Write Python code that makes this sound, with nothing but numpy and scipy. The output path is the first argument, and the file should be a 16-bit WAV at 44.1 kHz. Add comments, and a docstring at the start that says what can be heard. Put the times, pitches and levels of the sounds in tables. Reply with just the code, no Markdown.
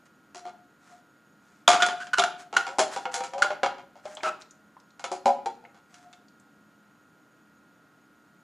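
"""Steel gear shafts knock against a metal pot of cleaning fluid, in a small tiled workshop.
Each blow is a train of contacts: noise and decaying steel modes, coloured by level and brightness.
The pot's wall tones share the energy of blows and scrapes, and bend as it tips and the fluid swings.
Stick-slip skids, hissing scrapes, low booms and bubbling drips join in; dense reflections follow.
Underneath lie shaped noise, the hum and hiss of the room, and the sine tones of a small, faint motor."""
import sys
import numpy as np
from scipy import signal
from scipy.fft import rfft, irfft, next_fast_len
from scipy.io import wavfile
from scipy.ndimage import uniform_filter1d

SR = 44100
rng = np.random.default_rng(int(sys.argv[2]) if len(sys.argv) > 2 else 0)


def wav_out(sig):
    """Save sig, one row per channel (or a flat mono array), as 16-bit PCM at SR to the path in sys.argv[1]."""
    wavfile.write(sys.argv[1], SR, np.round(np.clip(np.atleast_2d(sig).T, -1, 1) * 32767).astype(np.int16))


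N = 372023  # length of the scene (samples)
T = np.arange(int(.7 * SR)) / SR  # time axis of a single event (s)

# shaft against pot: [t/s, steel level/dB, wall level/dB, brightness/dB, rattle decay time T60/s];
# a decay time of zero or less means no audible rebound
BLOWS = [(0.3466, -38, -40, 7.5, 0.5), (0.4527, -39, -35.5, -2, 0.6), (1.6786, -5.5, -10.5, 3, 0.22),
         (1.732, -10.5, -15.5, -3, 0.17), (1.822, -6, -22.5, -6.5, 0.1), (1.8323, -15, -38, -10, -0.1),
         (1.8633, -22, -24, 10, -0.2), (1.8862, -18.5, -25.5, -7.5, 0.16),
         (2.0695, -32.5, -46, -1.5, -0.15), (2.1835, -10, -22.5, -1, -0.06),
         (2.1947, -11.5, -19.5, 1.5, -0.05), (2.238, -18.5, -20.5, 4, 0), (2.5276, -27.5, -30, -5.5, 7.5),
         (2.5675, -11, -25.5, -0.5, 0.04), (2.6666, -24.5, -29.5, -2.5, 0.16),
         (2.7846, -23, -14.5, 8.5, -0.6), (2.7917, -12, -11, 6.5, 0.15), (2.9623, -25.5, -24.5, 3.5, 0.12),
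         (3.054, -18, -26.5, -16, -0.14), (3.1414, -22.5, -31.5, 12.5, 0.12),
         (3.2054, -25, -25.5, -3, -0.3), (3.237, -29, -39, 7, 0.16), (3.3352, -29.5, -29.5, -3.5, .06),
         (3.3804, -31.5, -28.5, 1, 0.2), (3.4208, -12.5, -26.5, 1, 0.06), (3.4443, -23.5, -20.5, -10, 0),
         (3.5048, -22.5, -23.5, -11, 0.14), (3.6321, -11, -16.5, -9, 0.08), (3.661, -16.5, -22, -10.5, 0),
         (3.7825, -37, -41.5, -8.5, 0.16), (3.9555, -51, -47, 1, 1), (4.0545, -32, -31.5, -4, -0.25),
         (4.1695, -37.5, -38, -6, 0.2), (4.2327, -18.5, -28, -5, -1.24), (4.2643, -21, -26.5, -25, 0.2),
         (4.9947, -35, -45.5, 2.5, 0.1), (5.0405, -21.5, -29, 2, 0.08), (5.116, -32.5, -24.5, 11.5, 0.2),
         (5.2572, -21, -11.5, 2, 0.17), (5.459, -25.5, -24, 0.5, -0.77), (5.6394, -53.5, -45, -3, 0.1),
         (5.745, -53, -55, 0, 1.5), (5.942, -41.5, -66, 7.5, -0.3), (6.1285, -45.5, -60.5, 8, -0.3)]
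# wet steel rubs or drags along the pot: [t/s, length/s, hiss level/dB, wall tone level/dB]
SCRAPES = [(0.051, 0.024, -63.5, -85), (0.395, 0.15, -80, -53), (0.789, .23, -63.5, -68.5),
           (0.886, 0.041, -79, -54.5), (1.386, 0.29, -71, -80), (1.939, 0.17, -57, -58),
           (2.375, 0.069, -52.5, -53.5), (2.60, 0.21, -63, -46), (2.904, 0.068, -42.5, -66),
           (2.99, 0.073, -58, -68), (3.108, 0.11, -45, -38.5), (3.3, 0.19, -75, -35),
           (4.022, 0.15, -55.5, -55), (4.217, 0.067, -51, -34.5), (4.397, .037, -56, -67),
           (5.255, 0.028, -55, -16), (5.876, 0.21, -65, -63.5), (6.024, .12, -77, -58)]
# spectrum of rubbing: [f/Hz, level/dB]
RUB_SPECTRUM = [(40, -32.5), (200, -11.5), (700, -0.5), (1500, 8), (3000, -4.5), (5000, -4), (7000, -2),
                (10000, -12), (13000, -29)]


def amp(db):
    """Level: an amplitude ratio is ten to the power of dB / 20."""
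    return 10 ** (np.asarray(db) / 20)


def evened(x, size=None):
    """Rms normalisation: scales the first size samples (or all) to an rms of 1."""
    return x / np.sqrt(np.mean(x[..., :size] ** 2) + 1e-20)


def read(points, hz):
    """Logarithmic pitch scale: interpolates a table along log frequency."""
    f, value = np.transpose(points)
    return np.interp(np.log(hz + 1), np.log(f + 1), value)


def dying(t60, t=T):
    """Exponential decay: the amplitude falls by 60 dB in t60 seconds."""
    return np.exp(-np.log(1000) * t / np.maximum(t60, 1e-4))


def add(mix, s, sound):
    """Superposition: lays a sound into every channel of the mix at time s."""
    part = mix[..., max(round(s * SR), 0):][..., :len(sound)]
    part += sound[:part.shape[-1]]


def coloured(x, *spectra):
    """Minimum-phase filtering: a causal filter whose gain is the sum of the given dB spectra."""
    n = next_fast_len(len(x) + 4096)
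    hz = abs(np.fft.fftfreq(n, 1 / SR))
    log_gain = np.log(amp(sum(read(s, hz) for s in spectra)))
    response = np.exp(np.conj(signal.hilbert(log_gain)))  # the phase follows from the log gain
    return np.fft.ifft(np.fft.fft(x, n) * response).real[:len(x)]


def background(level_db=-61.5, apart=0.15, whine_db=0, waver=0.00052):
    """Stationary noise and slow frequency modulation: room hum and hiss, and a wavering motor whine."""
    # broad spectrum of the room: [f/Hz, relative level per Hz/dB]
    air_spectrum = [(18, -74), (30, -33.5), (176, -2.5), (200, -4.5), (274, -7), (304, -2), (364, -10),
                    (538, -11.5), (978, -14.5), (1370, -13.5), (1970, -20.5), (6700, -32), (11900, -36),
                    (13500, -36), (15000, -39)]
    # narrow humps in the background noise: [f/Hz, width/Hz, height/dB]
    noise_humps = [(209, 6.1, 11), (254, 21, 5), (286, 13, 7), (6700, 86, 18), (13500, 250, 7.5)]
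    # steady tones of the motor: [f/Hz, level/dB]
    whine_tones = [(1061, -84), (1297, -72.5), (1416, -67.5), (1534, -76.5), (1653, -80.5), (1890, -80.5),
                   (8732, -98.5), (10950, -98)]
    hz, t = np.fft.rfftfreq(N, 1 / SR), np.arange(N) / SR
    humps_db = sum(db / (1 + (2 * (hz - f) / width) ** 2) for f, width, db in noise_humps)
    shape_db = read(air_spectrum, hz) + humps_db
    mid, side = evened(irfft(rfft(rng.standard_normal((2, N))) * amp(shape_db), N))
    drift = evened(irfft(rfft(rng.standard_normal(N)) * (hz < 6), N))
    clock = t + waver * np.cumsum(drift) / SR  # one common clock, so all the tones waver together
    whine = np.zeros(N)
    for f, db in whine_tones:
        whine += amp(db) * np.sqrt(2) * np.sin(2 * np.pi * (f * clock + rng.random()))
    air = np.array([mid + apart * side, mid - apart * side])
    return amp(level_db) * air + amp(whine_db) * whine


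def room(x, wet_db=-7, apart=0.2):
    """Reverberation: dense reflections off tiles and clutter, nearly the same at both microphones."""
    # reverberation time: [f/Hz, T60/s]
    reverb_times = [(150, 1), (500, .38), (1400, 0.4), (4000, .40), (9000, 0.25), (14000, 0.62)]
    reflections_per_s, first_s = 4000, .004
    struck = rng.random((2, len(T))) < reflections_per_s / SR
    taps = rng.standard_normal((2, len(T))) * struck * (T > first_s)
    hz, t, z = signal.stft(taps, SR, nperseg=256)
    decay = dying(read(reverb_times, hz)[:, None], t)  # each frequency fades at its own pace
    mid, side = signal.istft(z * decay, SR, nperseg=256)[1]
    tail = np.array([mid + apart * side, mid - apart * side]) / np.linalg.norm(mid)
    return x + amp(wet_db) * signal.fftconvolve(x, tail, axes=1)[:, :N]


def trickle(count=7):
    """Slowing drainage: small drops run off the lifted shafts, as (s, dB, bubble Hz)."""
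    start_s, first_gap_s, gap_growth, gap_spread = 4.8, .045, 1.6, .5
    start_db, fade_db_per_s = -47, 13
    middle_hz, spread_octaves = 4940, .5
    wait, size = rng.uniform(-1, 1, (count, 2)).T
    gaps = first_gap_s * gap_growth ** np.arange(count) * (1 + gap_spread * wait)
    age = np.cumsum(gaps) - gaps[0]
    bubble_hz = middle_hz * 2 ** (spread_octaves * size)
    return list(zip(start_s + age, start_db - fade_db_per_s * age, bubble_hz))


def drips(rise=0.2, splash_db=-9, splash_t60=0.033):
    """Bubble resonance: a tone that rises as it dies, in a splash of about the same pitch."""
    # the larger drops fall back into the fluid: [t/s, level/dB, bubble f/Hz]
    large_drops = [(4.150, -32.5, 7440), (4.170, -30, 3310), (4.206, -35, 2310), (4.419, -34.5, 4040),
                   (4.509, -37, 6550), (4.767, -39.5, 1010), (5.651, -36.5, 2106), (6.133, -40.5, 3480),
                   (6.283, -48, 4580), (6.398, -49, 7540)]
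    out = np.zeros((2, N))
    for s, db, hz in list(large_drops) + trickle():
        life = dying(42 / hz)  # 60 dB in about 42 cycles
        bubble = life * np.sin(2 * np.pi * np.cumsum(hz * (1 + rise * (.5 - life))) / SR)
        around_hz = [(hz / 3, -25), (hz, 0), (hz * 2, -14), (hz * 3, -30)]
        spray = coloured(rng.standard_normal(len(T)), around_hz, RUB_SPECTRUM)
        splash = amp(splash_db) * evened(spray) * dying(splash_t60)
        onset = 1 - dying(0.005)
        add(out, s, amp(db) * (bubble + splash) * onset)
    return out


def scrapes(catches_per_s=5000, modes_db=-46):
    """Friction noise: tiny catches of uneven size hiss and stir the steel modes."""
    out = np.zeros((2, N))
    for s, length, hiss_db, _ in SCRAPES:
        uneven_db = 3.5 * np.minimum(rng.exponential(1, len(T)), 3)
        size = amp(uneven_db) * rng.standard_normal(len(T))
        caught = rng.random(len(T)) < catches_per_s / SR
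        stroke = np.sin(np.pi * np.minimum(T / length, 1))
        catches = size * caught * stroke
        rub = catches + amp(modes_db) * signal.fftconvolve(catches, steel_ring())[:len(T)]
        add(out, s, amp(hiss_db) * evened(coloured(rub, RUB_SPECTRUM), size=int(length * SR)))
    return out


def skids(jitter=0.38, fall_db=6, overtone_db=-13, grit_db=0, ring_db=-19, ring_t60=0.14):
    """Stick-slip: a few cycles of chatter stop dead and leave the shaft ringing softly."""
    # a shaft skids and chatters on the wall: [t/s, level/dB, chatter f/Hz, length/s]
    chatters = [(1.677, -12, 3480, 0.0051), (1.801, -25, 1420, 0.017), (1.821, -22.5, 3525, 0.014),
                (2.002, -37, 1480, .034), (2.1326, -20.5, 1432, 0.014), (2.174, -27, 1402, .023),
                (2.194, -24, 3400, .011), (2.22, -23, 1367, 0.0092), (2.237, -18.5, 1394, 0.0049),
                (2.5658, -13, 1415, 0.0078), (3.4216, -14.5, 1454, 0.0086), (4.242, -29, 1330, 0.054)]
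    # a skid hardly moves the pot as a whole, so its bass is weak: [f/Hz, level/dB]
    weak_bass = [(50, -18), (300, -5.5), (900, 0)]
    out = np.zeros((2, N))
    for s, db, hz, length in chatters:
        wobble, grit = rng.standard_normal((2, len(T)))
        phase = 2 * np.pi * np.cumsum(hz * (1 + jitter * uniform_filter1d(wobble, 20))) / SR
        overtones = sum(amp(-fall_db * k) * np.sin((k + 2) * phase) for k in range(4))
        edge = evened(coloured(overtones, RUB_SPECTRUM))
        edge = edge + amp(grit_db) * evened(coloured(grit, RUB_SPECTRUM))
        grip = np.clip((length - T) / 0.0014, 0, 1) * (1 - dying(0.0035))
        ring = amp(ring_db) * dying(ring_t60)
        chatter = (grip + ring) * np.sqrt(2) * np.sin(phase) + grip * amp(overtone_db) * edge
        add(out, s, amp(db) * coloured(chatter, weak_bass))
    return out


def booms(t60=.16, rise=.012):
    """Damped resonance: heavy blows and bumps on the tiles sound a low, short tone of the base."""
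    # the pot's base booms: [t/s, level/dB, f/Hz]
    base_tones = [(0.347, -49, 371), (0.454, -47, 362), (1.732, -34, 396), (2.184, -30, 389),
                  (2.787, -26, 385), (5.114, -35, 371.8), (5.255, -33, 242.6), (5.459, -42, 364.3)]
    out = np.zeros((2, N))
    for s, db, hz in base_tones:
        tone = np.sqrt(2) * np.sin(2 * np.pi * hz * T)
        add(out, s, amp(db) * tone * dying(t60) * (1 - dying(rise)))
    return out


def wall_ring(push_db=-4, rise=0.0031):
    """Energy sharing among modes: blows and rubbing feed the wall tones, which glide with the fluid."""
    # the lowest wall tones: [standing f/Hz, standing level/dB, tipped f/Hz, tipped level/dB,
    # share of the slosh that the tipped tone follows/1]
    wall_tones = [(628.6, -18, 554, 1.5, 1), (715, 2.5, 724, 0, .3), (770, -15.5, 823, -1.5, .28),
                  (868, -15, 790, -3, 0.046), (1006, -26.5, 985, -5, 1)]
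    # the pot is tipped, then set down: [t/s, tip/0-1]
    tip_curve = [(2.48, 0.01), (2.55, 1), (5.65, 1), (5.95, 0.03)]
    # the fluid swings to and fro and bends the tones of the tipped pot: [t/s, full bend/Hz]
    slosh_curve = [(2.578, -105), (2.68, -43), (2.829, 84), (2.97, -20.5), (3.18, -62.5), (3.349, -8.5),
                   (3.501, 55), (3.63, 3), (3.8, 0), (4.25, 76.5), (5.029, -35), (5.199, 12.5), (5.36, 3),
                   (5.462, -85), (5.65, -54)]
    standing_t60, tipped_t60 = .27, 0.17  # a tipped pot sheds its tones sooner (s)
    # bent down, the upper tones ring most; bent up, the lower
    slosh_tilt = -.04  # dB from tone to tone per Hz of full bend
    ripple_depth, ripple_hz = 0.52, 32

    tip, slosh = (np.interp(np.arange(N) / SR, *np.transpose(curve)) for curve in (tip_curve, slosh_curve))
    tip = np.clip(tip, 0, 1)

    def blend(standing, tipped):
        """Linear interpolation: from the standing to the tipped pot."""
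        return standing + tip * (tipped - standing)

    t60 = blend(standing_t60, tipped_t60)

    def fade(s):
        """Energy decay: energy falls as amplitude squared, after a short rise."""
        return dying(t60[int(s * SR)]) ** 2 * (1 - np.exp(-T / rise))

    energy = np.zeros(N)
    for s, _, wall_db, _, _ in BLOWS:
        add(energy, s, amp(wall_db + push_db) ** 2 * fade(s))
    for s, length, _, wall_db in SCRAPES:
        push = np.sin(np.pi * np.minimum(T / length, 1)) ** 2
        stroke = abs(signal.fftconvolve(push, fade(s)))
        add(energy, s, amp(wall_db) ** 2 * stroke / stroke.max())

    tones, shares = [], []
    for k, (standing, standing_db, tipped, tipped_db, follows) in enumerate(wall_tones):
        tones.append(blend(standing, tipped + follows * slosh))
        shares.append(amp(blend(standing_db, tipped_db + slosh_tilt * slosh * k)))
    shares = np.array(shares) / np.linalg.norm(shares, axis=0)  # the squares sum to 1

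    narrow = np.exp(-(np.fft.rfftfreq(N, 1 / SR) / ripple_hz) ** 2)
    ring = np.zeros(N)
    for hz, share in zip(tones, shares):
        # ripples shake each tone in amplitude and phase
        a, b = ripple_depth * evened(irfft(rfft(rng.standard_normal((2, N))) * narrow, N))
        phase = 2 * np.pi * np.cumsum(hz) / SR
        ring += share * ((1 + a) * np.sin(phase) + b * np.cos(phase))
    return np.sqrt(2 * energy) * ring


def steel_ring(spot_db=3, t60=0.11, grip=0.0028):
    """Modal synthesis: the point of contact weights the modes anew and the grip detunes them a little."""
    # higher modes of pot and shafts: [f/Hz, relative level/dB]
    steel_modes = [(363, 0), (393, 1), (442, -2), (1187, 1), (1265, 0), (1319, 0), (1378, 2), (1422, 6),
                   (1523, 1), (2169, 4), (2277, -1), (2430, 3), (2810, 1), (2859, 0), (3015, 0), (3159, 2),
                   (3278, 2), (3359, 6), (3470, 4), (3941, 1), (4032, 2), (4215, 0), (4753, 2), (4813, 2),
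                   (5819, 2), (6691, 3), (6729, 2), (7350, 2), (8732, 2), (10131, 3)]
    hz, db = np.transpose(steel_modes)[:, :, None]
    weight = amp(db + spot_db * rng.standard_normal(hz.shape)) * rng.choice([-1, 1], hz.shape)
    hz = hz * (1 + grip * rng.standard_normal(hz.shape))
    modes = (weight * np.sin(2 * np.pi * hz * T)).sum(0)
    return evened(modes * dying(t60), size=900)


def rattle(t60, count=5):
    """Repeated impact: the first contact and its ever weaker rebounds, as (delay s, gain)."""
    typical_gap_s, gap_spread = .0105, .15
    gaps = typical_gap_s * np.exp(gap_spread * rng.standard_normal(count))
    delays = np.cumsum(gaps) - gaps[0]
    return zip(delays, dying(t60, delays))


def blows(tick_db=17, crack_db=1, dense_db=-10, dense_t60=0.14, modes_db=-15.0):
    """Impact excitation: a tick, a crack of gear teeth, a wash of close modes and the steel modes."""
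    # colour of a blow: [f/Hz, level/dB]
    clash_spectrum = [(30, -15.5), (90, -6), (200, 9), (380, 12.5), (560, 8), (900, 12), (1400, 8),
                      (2100, -0.5), (3400, -10), (4200, -4.5), (7300, 4), (8500, -4), (10500, -6),
                      (12500, -39)]
    # centres of the five bands, thud to sizzle: [f/Hz]
    band_centres = [300, 750, 1400, 3200, 8000]
    # band offsets (dB): the body goes with the wall, the upper bands with the steel, the thud with both
    thud_db, body_db, clang_db, clash_db, sizzle_db = -13, -1.5, -5, 3.5, -13
    clash_brightens = 0.3  # share of the brightness that reaches the clash
    crack_t60 = .024  # s

    out = np.zeros((2, N))
    contact = 1 - np.exp(-(T / .0008) ** 2)
    crack_and_wash = np.hypot(amp(crack_db) * dying(crack_t60), amp(dense_db) * dying(dense_t60))
    for s, steel_db, wall_db, bright_db, rattle_t60 in BLOWS:
        blow, modes = np.zeros(len(T)), amp(modes_db) * steel_ring()
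        for delay, gain in rattle(rattle_t60):
            hit = (crack_and_wash * rng.standard_normal(len(T)) + modes) * contact
            hit[np.argmax(contact > .5)] -= amp(tick_db)  # the film of fluid gives way and steel meets steel
            add(blow, delay, gain * hit)
        bands_db = [(wall_db + steel_db) / 2 + thud_db,
                    wall_db + body_db,
                    steel_db + clang_db,
                    steel_db + clash_db + clash_brightens * bright_db,
                    steel_db + sizzle_db + bright_db]
        add(out, s, coloured(blow, clash_spectrum, list(zip(band_centres, bands_db))))
    return out


def scene():
    """Superposition: the work in the pot, heard in the room over its steady background."""
    # each band reaches the two microphones a little unequally: [f/Hz, left-right level difference/dB]
    lean_table = [(60, -4), (200, 3.5), (550, 2), (1100, 0.5), (1500, -0.5), (2200, -0.5), (3500, -2),
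                  (5000, 3), (8000, .5), (14000, -1)]
    work = room(blows() + wall_ring() + booms() + skids() + scrapes() + drips())
    lean_db = read(lean_table, np.fft.rfftfreq(N, 1 / SR))
    work = irfft(rfft(work) * amp([lean_db / 2, -lean_db / 2]), N)
    air_lean_db = -0.3  # the background comes slightly from the right
    return work + background() * amp([[air_lean_db / 2], [-air_lean_db / 2]])


def record(dry):
    """Band limiting: full-scale clipping, then a linear-phase low-pass."""
    edge_hz = 15200
    low_pass = signal.firwin(511, edge_hz, window=("kaiser", 9), fs=SR)
    return signal.oaconvolve(np.clip(dry, -1, 1), low_pass[None], "same")


dry = scene()
out = record(dry)
wav_out(out)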